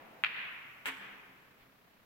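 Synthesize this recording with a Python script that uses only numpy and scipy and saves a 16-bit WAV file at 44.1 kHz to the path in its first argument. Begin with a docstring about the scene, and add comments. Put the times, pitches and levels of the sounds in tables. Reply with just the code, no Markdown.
"""The fading reverberation of a cue stroke fills a large, quiet billiard hall, over air, hiss and a fan.
Heard from the foot of the snooker table, the cue ball clicks against a red; the balls rumble on the slate
and thump the bed and cushion. The red drops into the corner pocket, where the impact rattles the metal
fittings and excites the modes of the frame. Near surfaces and far walls reflect both impacts.
Last come soft scuffs as the player steps back."""
import sys
import numpy as np
from scipy import signal
from scipy.fft import rfft, irfft
from scipy.io import wavfile

SR = 44100
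rng = np.random.default_rng(int(sys.argv[2]) if len(sys.argv) > 2 else 0)


def log_audio(samples):
    """Write samples as a 16-bit WAV file to the path given in sys.argv[1]."""
    # one column per channel
    frames = np.atleast_2d(samples).T
    # limit to full scale, then quantise
    limited = np.clip(frames, -1, 1)
    pcm = np.round(limited * 32767).astype(np.int16)
    wavfile.write(sys.argv[1], SR, pcm)


N = 90404

# likeness of a diffuse field at the two ears (frequency [Hz], correlation [-1 to 1])
EAR_CORRELATION = [(60, .75), (250, 0.69), (500, 0.55), (1000, 0.056), (2200, 0.11), (4000, -0.075),
                   (8000, 0.017)]
# spectra of the cue stroke's tail, the air, the hiss and the fan (frequency [Hz], density [dB])
CUE_SPECTRUM = [(90, -13), (200, -1), (350, -3.5), (750, 1.5), (1300, -4), (2500, -7.5), (3500, -17.5),
                (6000, -41)]
AIR_SPECTRUM = [(20, -3), (45, -15.5), (80, -3), (125, 2), (160, 1.5), (200, 5), (300, -7), (600, -4.5),
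                (1200, -6.5), (2400, -9.5), (4000, -16.5), (8000, -39)]
HISS_SPECTRUM = [(2000, 4), (5000, -1.5), (7500, -6), (9500, -9.5), (12000, 0.5), (15500, -1)]
FAN_SPECTRUM = [(100, -7), (300, -1), (700, 0), (1300, -.5), (2400, -4), (3500, -12), (6000, -26)]
# slow drift of the hiss (time [s], level [dB])
HISS_ENVELOPE = [(0, -68.5), (.4, -66.5), (1.1, -67), (1.5, -69.5), (2.05, -71.5)]
# spectrum of the ball-on-ball click (frequency [Hz], relative level [dB])
CLICK_SPECTRUM = [(100, -40), (400, -34), (650, -24), (1000, -12), (1600, -4), (2500, 1), (3100, -5.5),
                  (4300, -20), (5500, -38.5), (9000, -47.5), (15000, -51)]
# reflections off lamp, ceiling and rails (delay [ms], gain [dB], right-ear lag [ms], left minus right [dB])
CLICK_ECHOES = [(3.5, -15, 0.15, -4), (5.1, -24, -0.21, 22), (7.5, -9, 0.42, 4), (8.53, -4.8, 0, 0),
                (10.0, -20, 0.13, -31), (11.4, -13.5, -0.053, 10)]
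# colour of the hall's reverberation (frequency [Hz], relative level [dB])
HALL_SPECTRUM = [(300, 3), (1000, .5), (2200, 1.5), (3200, -0.5), (4500, 0.5), (7000, 1), (15000, 1)]
# reverberation time of the hall (frequency [Hz], T60 [s])
HALL_DECAY = [(150, 3.5), (600, 2.76), (1300, 1.87), (2200, 1.56), (3200, 1.39), (4500, 1.0), (8000, 0.51),
              (15000, 0.38)]
# rumble of balls on the slate (frequency [Hz], density [dB])
ROLL_SPECTRUM = [(40, -27), (90, -14), (125, 0), (170, -4.5), (260, -6), (500, -8.5), (1000, -34),
                 (3000, -60)]
# resonances struck in the bed and cushions (time [s], frequency [Hz], level [dB], T60 [s])
TABLE_THUMPS = [(0.326, 129, -62, 0.28), (.44, 125, -57, 0.13), (.97, 196.8, -57.5, 0.64),
                (1.275, 191, -62, 0.25)]
# spectrum of the knock in the pocket (frequency [Hz], relative level [dB])
DROP_SPECTRUM = [(100, -24), (300, -15), (600, -16), (1000, -8), (1700, -0.5), (2500, -1), (3200, -5),
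                 (4200, -18), (5500, -31), (9000, -32), (15000, -40)]
# rattle of the pocket's metal fittings (frequency [Hz], density [dB])
RATTLE_SPECTRUM = [(1000, -20), (3500, -9), (5500, -4.5), (6800, -5.5), (7900, 2), (9500, -8),
                   (12000, -1.5), (15500, -7.5)]
# modes of the pocket and table frame (frequency [Hz], relative level [dB], T60 [s])
FRAME_MODES = [(267.8, 0.5, 0.3), (435, 3.5, 0.15), (753, -11, 0.21), (902, -2, 0.28), (995, 14, 0.097),
               (1090, -4.5, 0.39)]
# friction of shoes and clothing (frequency [Hz], density [dB])
SCUFF_SPECTRUM = [(100, 9), (280, -3), (600, -8), (2200, 4), (4000, -5), (7000, -26), (14000, -13)]
# the player's movements (time [s], width [s], level [dB])
SCUFF_EVENTS = [(1.515, 0.0096, -69), (1.617, 0.025, -64), (1.98, 0.1, -74.5)]

CLICK_S, DROP_S = 0.2379, 0.8574  # ball meets ball; the red lands in the pocket


def amp(db):
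    """Amplitude grows tenfold for every 20 dB."""
    return 10 ** (np.asarray(db) / 20)


def along(points, hz):
    """Interpolation on a logarithmic frequency axis."""
    f, v = np.transpose(points)
    return np.interp(np.log(hz + 1), np.log(f + 1), v)


def since(s):
    """Causal time: seconds since s, zero before it."""
    return np.maximum(np.arange(N) / SR - s, 0)


def grid():
    """Frequencies of the zero-padded Fourier transform."""
    return np.fft.rfftfreq(2 * N, 1 / SR)


def noise(spectrum=None):
    """A diffuse field of rms 1: long waves reach both ears alike."""
    hz = grid()
    angle = np.arccos(np.clip(along(EAR_CORRELATION, hz), -1, 1)) / 2
    gain = amp(along(spectrum, hz)) if spectrum else 1
    white = rfft(rng.standard_normal((2, 2 * N)))
    mid, side = irfft(white * gain * [np.cos(angle), np.sin(angle)])[:, :N]
    pair = np.array([mid + side, mid - side])
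    return pair / pair.std()


def cue_tail(db=-54, t60=2.75):
    """Absorption makes the cue stroke's reverberation decay exponentially."""
    return noise(CUE_SPECTRUM) * amp(db - 60 * since(0) / t60)


def background(air_db=-69):
    """Broadband noise: a steady murmur of air and a drifting microphone hiss."""
    hiss_db = np.interp(since(0), *np.transpose(HISS_ENVELOPE))
    return noise(AIR_SPECTRUM) * amp(air_db) + noise(HISS_SPECTRUM) * amp(hiss_db)


def fan(turn_hz=32.8, crest_s=1.6665, db=-66):
    """Amplitude modulation: each turn of a ventilation fan gives one soft puff of noise."""
    puff = (1 + np.cos(2 * np.pi * turn_hz * (since(0) - crest_s))) / 2
    return noise(FAN_SPECTRUM) * amp(db) * puff


def impact(spectrum):
    """A brief contact radiates a minimum-phase pulse, here of peak 1."""
    cepstrum = irfft(np.log(amp(along(spectrum, grid()))))
    cepstrum[1:N] *= 2  # folding the cepstrum makes the pulse causal
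    cepstrum[N + 1:] = 0
    pulse = irfft(np.exp(rfft(cepstrum)))[:N]
    return pulse / np.abs(pulse).max()


def arrive(x, s, db, lag_ms=0, pan_db=0):
    """Interaural time and level differences give a direction to a sound arriving at time s."""
    ear = np.array([[-1], [1]]) / 2
    delay = s + ear * lag_ms / 1000
    delayed = irfft(rfft(x, 2 * N) * np.exp(-2j * np.pi * grid() * delay))[:, :N]
    return delayed * amp(db - ear * pan_db)


def ball_on_ball(db=-9.5):
    """An elastic collision gives one hard, ringless click, followed by its reflections."""
    pulse = impact(CLICK_SPECTRUM)
    source = arrive(pulse, CLICK_S, db)
    direct = arrive(pulse, CLICK_S, db, lag_ms=0.096, pan_db=1.5)
    echoes = sum(arrive(pulse, CLICK_S + ms / 1000, db + gain, lag, pan)
                 for ms, gain, lag, pan in CLICK_ECHOES)
    near = near_walls(source, scatter_db=-33, t60=0.14, cluster_db=-33.5, cluster_s=0.026, width_s=0.0056)
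    return direct + echoes + near + hall(source, early_db=-39.5, late_db=-35, far_s=0.12)


def convolve(x, response):
    """A linear room convolves the sound with each ear's impulse response."""
    return signal.fftconvolve(x, response, axes=1)[:, :N]


def near_walls(x, scatter_db, t60, cluster_db, cluster_s, width_s):
    """Early reflections: furniture scatters the sound and the nearest walls return a cluster of echoes."""
    t = since(0)
    scatter = amp(scatter_db - 60 * t / t60) * (1 - np.exp(-t / 0.0019))
    cluster = amp(cluster_db) * np.exp(-((t - cluster_s) / width_s) ** 2 / 2)
    return convolve(x, noise() * np.hypot(scatter, cluster))


def hall(x, early_db, late_db, far_s, far_rise_s=0.0099, bloom_db=2, bloom_s=0.19):
    """Reverberation swells when the far walls answer; absorption takes the treble first."""
    hz, s, spectra = signal.stft(noise(HALL_SPECTRUM), SR, nperseg=256)
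    decay = amp(-60 * s / along(HALL_DECAY, hz)[:, None])
    tail = signal.istft(spectra * decay, SR, nperseg=256)[1][:, :N]
    t = since(0)
    swell = (1 + np.tanh((t - far_s) / far_rise_s / 2)) / 2
    excess_db = bloom_db * np.exp(-since(far_s) / bloom_s)
    gain = amp(early_db) * (1 - swell) + amp(late_db + excess_db) * swell
    onset = 1 - np.exp(-t / 0.009)
    return convolve(x, tail * gain * onset)


def rolling(db=-67, t60=7.5):
    """Rolling contact excites a faint rumble in the slate, fading as the balls slow."""
    t = since(CLICK_S)
    return noise(ROLL_SPECTRUM) * amp(db - 60 * t / t60) * (1 - np.exp(-t / 0.01))


def mode(t, hz, db, t60, rise_s):
    """A damped resonance builds up, then decays exponentially."""
    envelope = amp(db - 60 * t / t60) * (1 - np.exp(-(t / rise_s) ** 2))
    return envelope * np.sin(2 * np.pi * (hz * t + rng.random()))


def thumps():
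    """Balls that skip or meet the cushion each excite a low, damped mode of the table."""
    return sum(mode(since(s), hz, db, t60, rise_s=0.012) for s, hz, db, t60 in TABLE_THUMPS)


def jaw_graze(s=0.852, width_s=0.004, db=-55):
    """Friction gives a puff of noise as the red grazes the pocket's jaw."""
    return noise(DROP_SPECTRUM) * amp(db) * np.exp(-((since(0) - s) / width_s) ** 2)


def pocket(db=-21.5, frame_db=-43):
    """Impact excitation: the red knocks below the rail, rattling the fittings and ringing the frame."""
    pulse = impact(DROP_SPECTRUM)
    source = arrive(pulse, DROP_S, db)
    direct = arrive(pulse, DROP_S, db, lag_ms=0.23, pan_db=2.5)
    near = near_walls(source, scatter_db=-21.5, t60=0.28,
                      cluster_db=-26.5, cluster_s=0.033, width_s=0.0059)
    fittings = rattle(DROP_S, db=-48, t60=0.084, hold_s=0.026)
    ring = sum(mode(since(DROP_S), hz, frame_db + level, t60, rise_s=0.028)
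               for hz, level, t60 in FRAME_MODES)
    tail = hall(source + amp(-7.5) * fittings + amp(-17) * ring, early_db=-34, late_db=-31, far_s=0.15)
    return direct + near + fittings + ring + tail


def rattle(s, db, t60, hold_s=0):
    """Rapid contacts of the metal fittings merge into bright, decaying noise."""
    return noise(RATTLE_SPECTRUM) * (since(s) > 0) * amp(db - 60 * since(s + hold_s) / t60)


def settle():
    """The ball shifts once more in the pocket, exciting a much fainter rattle."""
    return rattle(s=0.97, db=-67, t60=0.17)


def scuffs():
    """Friction of shoes and clothing makes soft swells of noise."""
    t = since(0)
    envelope = sum(amp(db) * np.exp(-((t - s) / width) ** 2 / 2) for s, width, db in SCUFF_EVENTS)
    return noise(SCUFF_SPECTRUM) * envelope


def scene():
    """Superposition: the pressures of all sources add."""
    ambience = cue_tail() + background() + fan()
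    shot = ball_on_ball() + rolling() + thumps() + jaw_graze() + pocket() + settle()
    return ambience + shot + scuffs()


def record(dry, top_hz=16050):
    """An ideal low-pass filter removes everything above the band limit."""
    return irfft(rfft(dry, 2 * N) * (grid() < top_hz))[:, :N]


dry = scene()
out = record(dry)
log_audio(out)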